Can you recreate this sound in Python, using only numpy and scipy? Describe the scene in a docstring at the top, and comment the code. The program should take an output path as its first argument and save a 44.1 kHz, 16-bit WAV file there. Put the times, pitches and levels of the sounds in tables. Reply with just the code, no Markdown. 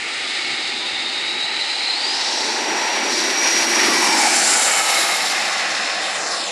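"""Model ducted-fan jet taking off.

An electric fan spools up and whines out of the intake; the wheels rumble on a concrete road in open
country and the duct hums. The jet roars past, its pitch drops by Doppler shift and the exhaust hiss
turns to the listener. After lift-off the ground bounce sweeps notches through the noise.
One small microphone in a faint breeze."""
import sys
import numpy as np
from scipy import signal
from scipy.fft import rfft, irfft, next_fast_len
from scipy.io import wavfile
from scipy.ndimage import uniform_filter1d, map_coordinates

SR = 44100
rng = np.random.default_rng(int(sys.argv[2]) if len(sys.argv) > 2 else 0)


def wrap_up_sound(samples):
    """Save the sound to the file named by the first command line argument, as 16-bit audio."""
    columns = np.atleast_2d(samples).T
    # keep every value between -1 and 1, then stretch to whole-number steps
    tamed = np.clip(columns, -1, 1)
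    steps = np.round(tamed * 32767).astype(np.int16)
    wavfile.write(sys.argv[1], SR, steps)


N = 287091
TIME = np.arange(N) / SR
PASS_S, PASS_M, PASS_M_PER_S, ACCEL_M_PER_S2 = 4.15, 18.9, 17.07, 4.45  # closest approach
LIFT_OFF_S, BOUNCE_LAG_S_PER_S2 = 5.68, 0.000445

# Wind on the microphone: t/s, level/dB
WIND_LEVEL = [(0, -55), (1.6, -56.5), (1.9, -64), (3.2, -77), (3.8, -61), (4.6, -76), (5.5, -69),
              (6.51, -59)]
# Wind spectrum: f/Hz, relative density/dB
WIND_SPECTRUM = [(25, -25), (45, -16), (75, -11.5), (120, 1.5), (200, -6.5), (400, -38)]
# Exhaust rumble: f/Hz, relative density/dB
WAKE_SPECTRUM = [(110, -41), (150, -3.5), (200, 7.5), (250, -1.5), (310, -28)]
# Low hollow note, sinking: t/s, level/dB, f/Hz
LOW_NOTE = [(2.3, -52, 483), (2.5, -34, 446.5), (2.9, -44, 367.5), (3.15, -33.5, 344), (3.55, -37.5, 348),
            (3.85, -28, 350.2), (4.2, -35, 309), (4.6, -55, 287)]
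# Body rumbling on its wheels: t/s, level/dB
RUMBLE_LEVEL = [(0, -44), (.7, -41.5), (1.9, -41.5), (2.1, -38), (2.35, -38), (2.55, -36.5), (2.75, -34),
                (2.92, -33.5), (3.15, -33), (3.33, -35.5), (3.6, -32.5), (3.76, -29), (4.08, -27.5),
                (4.35, -32.5), (4.65, -41), (5.3, -42), (6.51, -45)]
# Body rumble spectrum: f/Hz, relative density/dB
RUMBLE_SPECTRUM = [(80, -58), (130, -29.5), (175, -13.5), (230, -2.5), (290, -0.5), (352, 3.5), (425, -2),
                   (510, -18), (700, -48)]
# Duct hum and its lowest resonance: t/s, level/dB, f/Hz, resonant share/0-1
DUCT_HUM = [(0, -40.5, 810, 0.54), (1.7, -35, 847.6, 0.6), (2.65, -26, 867, 0.62),
            (3.05, -27.5, 836.5, 0.4), (3.3, -30.5, 848, 0), (3.93, -28, 828.4, 0.45), (4.1, -27, 823, 0.5),
            (4.35, -30.5, 800, 0.8), (4.6, -25, 805, 0.48), (4.95, -26.5, 804, 0.7), (5.7, -30, 763.6, 0.6),
            (6.51, -30.5, 731, 0.35)]
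# Broad part of the hum: f/Hz, relative density/dB
HUM_SPECTRUM = [(380, -17), (480, -1.5), (570, 2), (660, 1), (780, 2.5), (950, -0.5), (1040, -2.5),
                (1250, -22)]
# Falling roar of the pass: t/s, level/dB, f/Hz
PASS_WHOOSH = [(3.7, -73, 1346), (3.87, -29, 1226), (3.96, -31, 1033), (4.03, -22, 966), (4.12, -22, 880),
               (4.22, -23, 816), (4.4, -28.5, 737.5), (4.8, -76, 688)]
# Roadside reflections: t/s, half-length/s, strength/0-1, lag/s, lag growth/(s/s)
ROADSIDE_ECHOES = [(4.272, 0.41, 0.17, 0.001315, 0.000049), (5.853, 0.23, 0, 0.00089, 0.0000092)]
# Brief swells and dips: t/s, half-length/s, roar gain/dB, treble gain/dB
SWELLS = [(0.308, 0.4, 2, 5), (2.198, 0.5, -2, 2), (2.72, 0.16, 1, -5), (2.94, 0.11, 1.5, -3),
          (3.042, 0.075, -0.5, -3.5), (3.164, 0.067, -2.5, 2), (3.36, 0.065, -1, -3), (3.472, 0.028, 4, 2),
          (3.626, 0.024, 2, 1), (3.685, 0.044, 0, -3.5), (3.823, 0.067, 3, -0.5), (4.2, 0.31, 0.5, -0.5),
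          (4.833, 0.036, -2.5, -3.5), (4.926, 0.099, 3, 1), (5.29, 0.034, -3, 1.5), (5.841, 0.12, -0.5, 1),
          (6.24, 0.059, 0.4, -1), (6.4, 0.069, -0.5, 1)]
# Blade rush from far ahead, near, abeam, behind: f/Hz, relative density/dB
RUSH_FAR = [(2700, -6), (3250, -7), (3550, -5.5), (3750, 1.5), (4300, -2), (4900, -4.5), (5250, -10),
            (5550, -32.5), (6500, -17)]
RUSH_NEAR = [(2700, -22), (3050, -9), (3350, -1.5), (3850, 6), (4100, 4.5), (4400, 6.5), (4750, 4),
             (4980, 0), (5350, 6), (5750, 3), (6300, -4.5), (7300, -8)]
RUSH_ABEAM = [(2700, -12), (3250, -5.5), (3550, -1), (3900, -1), (4200, 4.5), (4600, 2.5), (5000, 2),
              (5450, 3), (5750, 2), (6100, -0.5), (6450, -2), (7300, -15)]
RUSH_BEHIND = [(2700, -15), (3250, 1), (3550, -0.5), (3900, 5.5), (4150, 2), (4450, 5), (4800, 2.5),
               (5200, 2.5), (5800, 1), (6400, -3), (7300, -4.5)]
# Exhaust hiss from ahead, from behind, and its top band: f/Hz, relative density/dB
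HISS_AHEAD = [(4800, 7.5), (5700, 4), (6300, 3), (7000, 3), (7700, 6), (8200, 2), (9600, -1.5),
              (10200, -10), (10800, -33), (11800, -45)]
HISS_BEHIND = [(5000, -34), (6050, -1.5), (6500, -5.5), (7300, 5.5), (7780, 2.5), (8050, -7), (8500, -1.5),
               (9600, -5.5), (10400, -7.5), (11000, -14.5), (12000, -42)]
HISS_TOP = [(9800, 6), (10300, 1.5), (11000, -1), (11900, -1), (12300, -12), (14000, -34)]
# Jet mixing noise from far ahead, near, behind: f/Hz, relative density/dB
ROAR_FAR = [(1020, -37), (1110, -9.5), (1240, -2), (1400, -5), (1680, -5), (1830, 2), (2350, 1.5),
            (2570, -1), (2850, -1.5), (3250, -9), (3800, -38)]
ROAR_NEAR = [(850, 1), (1100, -1.5), (1350, 1), (1650, 2.5), (1870, 6), (2100, 3), (2400, 2.5), (2550, 3),
             (2780, 0), (3050, -3), (3800, -4)]
ROAR_BEHIND = [(950, -22), (1150, -1.5), (1350, -4), (1550, -4), (1750, -1), (2150, 0), (2380, -4.5),
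               (2550, -2), (2780, -2), (3050, -7.5), (3400, -20), (4000, -25)]
# Directional pipe resonances: f/Hz, peak share of the roar/0-1, bearing/deg, half-width/deg
PIPE_MODES = [(2200, 0.2, 28, 4), (2303, 0.16, 60, 12), (1972, 0.11, 71, 17), (1960, 0.12, 83.5, 4.4),
              (2320, 0.15, 92, 12), (2348, 0.26, 128.6, 14), (1507, 0.11, 111, 5.6),
              (1363, 0.13, 125.4, 12), (3200, 0.06, 120.6, 10), (4300, 0.16, 133, 5.4)]
# Blade-passing rate on board, part throttle then full: t/s, f/Hz
BLADE_RATE = [(0, 3150), (.3, 3520), (1.17, 3709), (1.43, 3852), (1.93, 4070), (1.99, 4385), (2.13, 4905),
              (2.48, 5572), (3.15, 5590), (3.27, 5607), (3.42, 5596), (3.62, 5611), (3.72, 5591),
              (4.05, 5581), (4.2, 5545), (4.7, 5600), (6.51, 5580)]
# Blade tone: t/s, level/dB, share scattered by ragged inflow/0-1
BLADE_TONE = [(0, -44, .7), (.3, -38, .8), (.72, -35.5, .9), (.87, -30, .85), (1.17, -29, .75),
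              (1.55, -27.5, .62), (1.76, -27.5, .92), (2.0, -26.5, .45), (2.25, -29.5, .5), (2.45, -41, .6),
              (2.58, -43, .4), (2.68, -31, .2), (3.17, -31.5, .17), (3.45, -21.5, .3), (3.65, -25.5, .35),
              (3.8, -24, .3), (3.94, -31, .2), (4.07, -24.5, .15), (4.25, -31.5, .3), (4.65, -39, .4),
              (4.88, -32, .25), (5.4, -37.5, .3), (5.7, -39, .45), (5.9, -35, .68), (6.27, -41, .5),
              (6.34, -34, .25), (6.43, -33.5, .2), (6.51, -44, .2)]
# Brief flares of the blade tone: t/s, gain/dB
BLADE_FLARES = [(1.44, 5.5), (1.88, 4), (3.09, 6), (5.22, 5), (5.56, 5)]


def from_db(db):
    """Decibels to gain."""
    return 10 ** (np.asarray(db) / 20)


def unit_rms(x):
    """Scale to unit power."""
    return x / np.sqrt(np.mean(x ** 2) + 1e-20)


def curves(table):
    """One per-sample curve for each column after t."""
    times_s, *columns = np.transpose(table)
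    return [np.interp(TIME, times_s, column) for column in columns]


def blend(a, b, share):
    """Equal-power mix with the given share of b."""
    share = np.clip(share, 0, 1)
    return np.sqrt(1 - share) * a + np.sqrt(share) * b


def ramp(start_s, end_s):
    """Linear rise from 0 to 1."""
    return np.clip((TIME - start_s) / (end_s - start_s), 0, 1)


def bell(x, centre, half_width):
    """Gaussian bump of height 1."""
    return np.exp(-((x - centre) / half_width) ** 2)


def delayed(x, lag_s):
    """Arrival by a longer path of changing length."""
    return np.interp(TIME - lag_s, TIME, x)


def drift(rate_hz):
    """Smooth random motion of unit spread."""
    step = 16
    size = next_fast_len(N // step + 2)
    hz = np.fft.rfftfreq(size, step / SR)
    gain = 1 / (1 + (hz / rate_hz) ** 2) / (1 + (hz / (4 * rate_hz)) ** 4)
    slow = unit_rms(irfft(rfft(rng.standard_normal(size)) * gain, size))
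    return np.interp(np.arange(N) / step, np.arange(size), slow)


def flight():
    """Straight run at even acceleration: range/m, listener's bearing from the nose/deg, Doppler factor."""
    speed_m_per_s = np.maximum(PASS_M_PER_S + ACCEL_M_PER_S2 * (TIME - PASS_S), 0)
    along_m = np.cumsum(speed_m_per_s) / SR
    along_m -= np.interp(PASS_S, TIME, along_m)
    range_m = np.hypot(along_m, PASS_M)
    bearing_deg = np.degrees(np.arccos(-along_m / range_m))
    doppler = 1 / (1 + speed_m_per_s * along_m / range_m / 343)
    return range_m, bearing_deg, doppler


def beam(centre_deg, half_width_deg):
    """Directivity lobe, 1 when aimed at the listener."""
    return bell(flight()[1], centre_deg, half_width_deg)


def carry_db(db_per_doubling, throttle_exponent=0):
    """Gain from range and fan speed, relative to closest approach at full throttle."""
    blade_hz, = curves(BLADE_RATE)
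    throttle_db = 20 * np.log10(blade_hz / blade_hz.max())
    return throttle_exponent * throttle_db - db_per_doubling * np.log2(flight()[0] / PASS_M)


def swells_db():
    """Brief gain changes: roar curve, treble curve."""
    return sum(np.outer(gains_db, bell(TIME, at_s, half_s)) for at_s, half_s, *gains_db in SWELLS)


def noise(spectrum, doppler=True):
    """Unit-power turbulence of a given spectrum, optionally Doppler-shifted."""
    size = next_fast_len(N)
    hz, db = np.transpose(spectrum)
    log_hz = np.log(np.fft.rfftfreq(size, 1 / SR) + 1)
    beyond_band = np.abs(log_hz - np.clip(log_hz, np.log(hz[0]), np.log(hz[-1])))
    gain = from_db(np.interp(log_hz, np.log(hz), db) - 115 * beyond_band)
    emitted = irfft(rfft(rng.standard_normal(size)) * gain, size)
    if not doppler:
        return unit_rms(emitted[:N])
    read_index = np.cumsum(flight()[2])
    return unit_rms(map_coordinates(emitted, [read_index], order=2, mode="wrap"))


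def phase_rad(hz):
    """Running phase of a moving frequency."""
    return 2 * np.pi * np.cumsum(hz) / SR


def resonance(hz, width_hz):
    """Narrow noise band about a moving centre."""
    phase = phase_rad(hz)
    return drift(width_hz) * np.cos(phase) + drift(width_hz) * np.sin(phase)


def ground_bounce(x, reflection=0.52):
    """Direct sound plus its bounce off concrete, at even power; notches sweep down after lift-off."""
    lag_s = BOUNCE_LAG_S_PER_S2 * np.maximum(TIME - LIFT_OFF_S, 0) ** 2
    both = x + reflection * delayed(x, lag_s)
    return both * np.sqrt(uniform_filter1d(x ** 2, size=6000) / uniform_filter1d(both ** 2, size=6000))


def roadside_echoes(x):
    """A short reflection carves evenly spaced hollows while it lasts."""
    for at_s, half_s, strength, lag_s, growth in ROADSIDE_ECHOES:
        gain = strength * bell(TIME, at_s, half_s)
        echo = gain * delayed(x, lag_s + growth * (TIME - at_s))
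        x = (x + echo) / np.sqrt(1 + gain ** 2)
    return x


def breeze(gust_db=6):
    """Faint lumps of wind at the microphone."""
    gusts = noise(WIND_SPECTRUM, doppler=False) * from_db(gust_db * drift(15))
    return from_db(curves(WIND_LEVEL)[0]) * unit_rms(gusts)


def squeak(at_s=0.84, half_s=0.024, hz=990, rise_hz_per_s=470):
    """One thin rising note, far off."""
    phase = phase_rad(hz + rise_hz_per_s * (TIME - at_s))
    return from_db(-34) * bell(TIME, at_s, half_s) * np.sin(phase)


def wake():
    """Low exhaust rumble, beamed rearward."""
    return from_db(-50.5) * beam(134, 41) * noise(WAKE_SPECTRUM)


def low_note():
    """A low hollow note that sinks as the jet approaches and passes."""
    level_db, hz = curves(LOW_NOTE)
    return from_db(level_db) * resonance(hz, width_hz=41)


def body_rumble(bump_db=1.76):
    """The body rumbles unevenly on its wheels."""
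    return from_db(curves(RUMBLE_LEVEL)[0] + bump_db * drift(4.7)) * noise(RUMBLE_SPECTRUM)


def duct_hum(swell_share=0.74):
    """The duct hums like a blown pipe."""
    level_db, hz, resonant_share = curves(DUCT_HUM)
    hum = blend(noise(HUM_SPECTRUM), resonance(hz, width_hz=93), resonant_share)
    return from_db(level_db + swell_share * swells_db()[0]) * hum


def nozzle_ring(on_board_hz=7460):
    """The nozzle's high resonance, heard as it turns to the listener."""
    return from_db(-30) * beam(115.7, 7.6) * resonance(on_board_hz * flight()[2], width_hz=256)


def pass_whoosh():
    """A hollow roar, falling in pitch as the jet goes by."""
    level_db, hz = curves(PASS_WHOOSH)
    return from_db(level_db) * resonance(hz, width_hz=114)


def blade_rush(spool_up_s=0.8, spool_up_db=6):
    """Broadband blade noise builds as the fan takes hold and widens with the throttle."""
    rush = blend(noise(RUSH_FAR), noise(RUSH_NEAR), ramp(2.03, 2.48))
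    rush = blend(rush, noise(RUSH_ABEAM), ramp(3.4, 3.41))
    rush = blend(rush, noise(RUSH_BEHIND), ramp(4.4, 4.78))
    level_db = -22 + carry_db(4.64, throttle_exponent=0.46) + 0.82 * beam(26.1, 1.5)
    level_db -= spool_up_db * (1 - ramp(0, spool_up_s))
    return from_db(level_db) * ground_bounce(rush)


def exhaust_hiss():
    """Hiss brightens as the nozzle turns to the listener; rough concrete scatters most of its bounce."""
    hiss = blend(noise(HISS_AHEAD, doppler=False), noise(HISS_BEHIND, doppler=False), ramp(4.06, 4.68))
    level_db = -29 + carry_db(7.56, throttle_exponent=0.55) + 11.7 * beam(109.6, 24)
    return from_db(level_db) * ground_bounce(hiss, reflection=0.29)


def exhaust_sizzle():
    """The highest sizzle swells just after the pass and fades quickly."""
    level_db = -34 + carry_db(26.4, throttle_exponent=6.5) + 13.6 * beam(133.5, 16)
    return from_db(level_db) * noise(HISS_TOP, doppler=False)


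def airflow(shimmer_db=0.81, hiss_swell_share=0.59, tilt_rush_db=1.4, tilt_hiss_db=6.5):
    """Rush and hiss grow as the nose tilts up; moving air on the way makes the treble shimmer."""
    swell_db = swells_db()[1]
    nose_up = ramp(5.91, 6.17)
    rush = from_db(swell_db + tilt_rush_db * nose_up) * blade_rush()
    hiss = from_db(tilt_hiss_db * nose_up) * exhaust_hiss() + exhaust_sizzle()
    hiss *= from_db(hiss_swell_share * swell_db)
    return from_db(shimmer_db * drift(25)) * (rush + hiss)


def jet_roar(waver_db=0.68, sag_per_s=0.088):
    """Mixing noise with pipe resonances that sink as the jet draws away."""
    roar = blend(noise(ROAR_FAR), noise(ROAR_NEAR), ramp(1.8, 2.36))
    roar = blend(roar, noise(ROAR_BEHIND), ramp(3.84, 4.84))
    sag = 1 - sag_per_s * np.maximum(TIME - PASS_S, 0)
    for hz, share, centre_deg, half_width_deg in PIPE_MODES:
        roar = blend(roar, resonance(hz * sag, width_hz=48), share * beam(centre_deg, half_width_deg))
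    level_db = -21 + carry_db(7.53) + 4.96 * beam(150.6, 17.8)
    level_db += swells_db()[0] + waver_db * drift(11.6)
    return from_db(level_db) * ground_bounce(roar)


def fan_whine(octave_db=-29, flutter_db=1.4, flare_half_s=0.03):
    """Blade-passing tone; ragged inflow shakes its pitch and scatters part of it into a skirt."""
    level_db, scattered = curves(BLADE_TONE)
    level_db += sum(db * bell(TIME, at_s, flare_half_s) for at_s, db in BLADE_FLARES)
    jitter = 0.0004 + 0.005 * scattered ** 2
    hz = curves(BLADE_RATE)[0] * flight()[2] * (1 + jitter * drift(30))
    skirt = blend(resonance(hz, width_hz=60), resonance(hz, width_hz=200), scattered)
    tone = blend(np.sqrt(2) * np.sin(phase_rad(hz)), skirt, scattered)
    octave = from_db(octave_db) * resonance(2 * hz, width_hz=110)
    return from_db(level_db + flutter_db * drift(16)) * (tone + octave)


def scene():
    """All sources at one microphone, equal in both channels."""
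    jet = roadside_echoes(jet_roar() + airflow())
    mono = jet + fan_whine() + duct_hum() + body_rumble() + low_note() + nozzle_ring() + pass_whoosh()
    mono += wake() + squeak() + breeze()
    return np.array([mono, mono])


def record(dry, cutoff_hz=14000):
    """Steep elliptic low-pass."""
    return signal.sosfilt(signal.ellip(10, 0.1, 90, cutoff_hz, fs=SR, output="sos"), dry)


dry = scene()
out = record(dry)
wrap_up_sound(out)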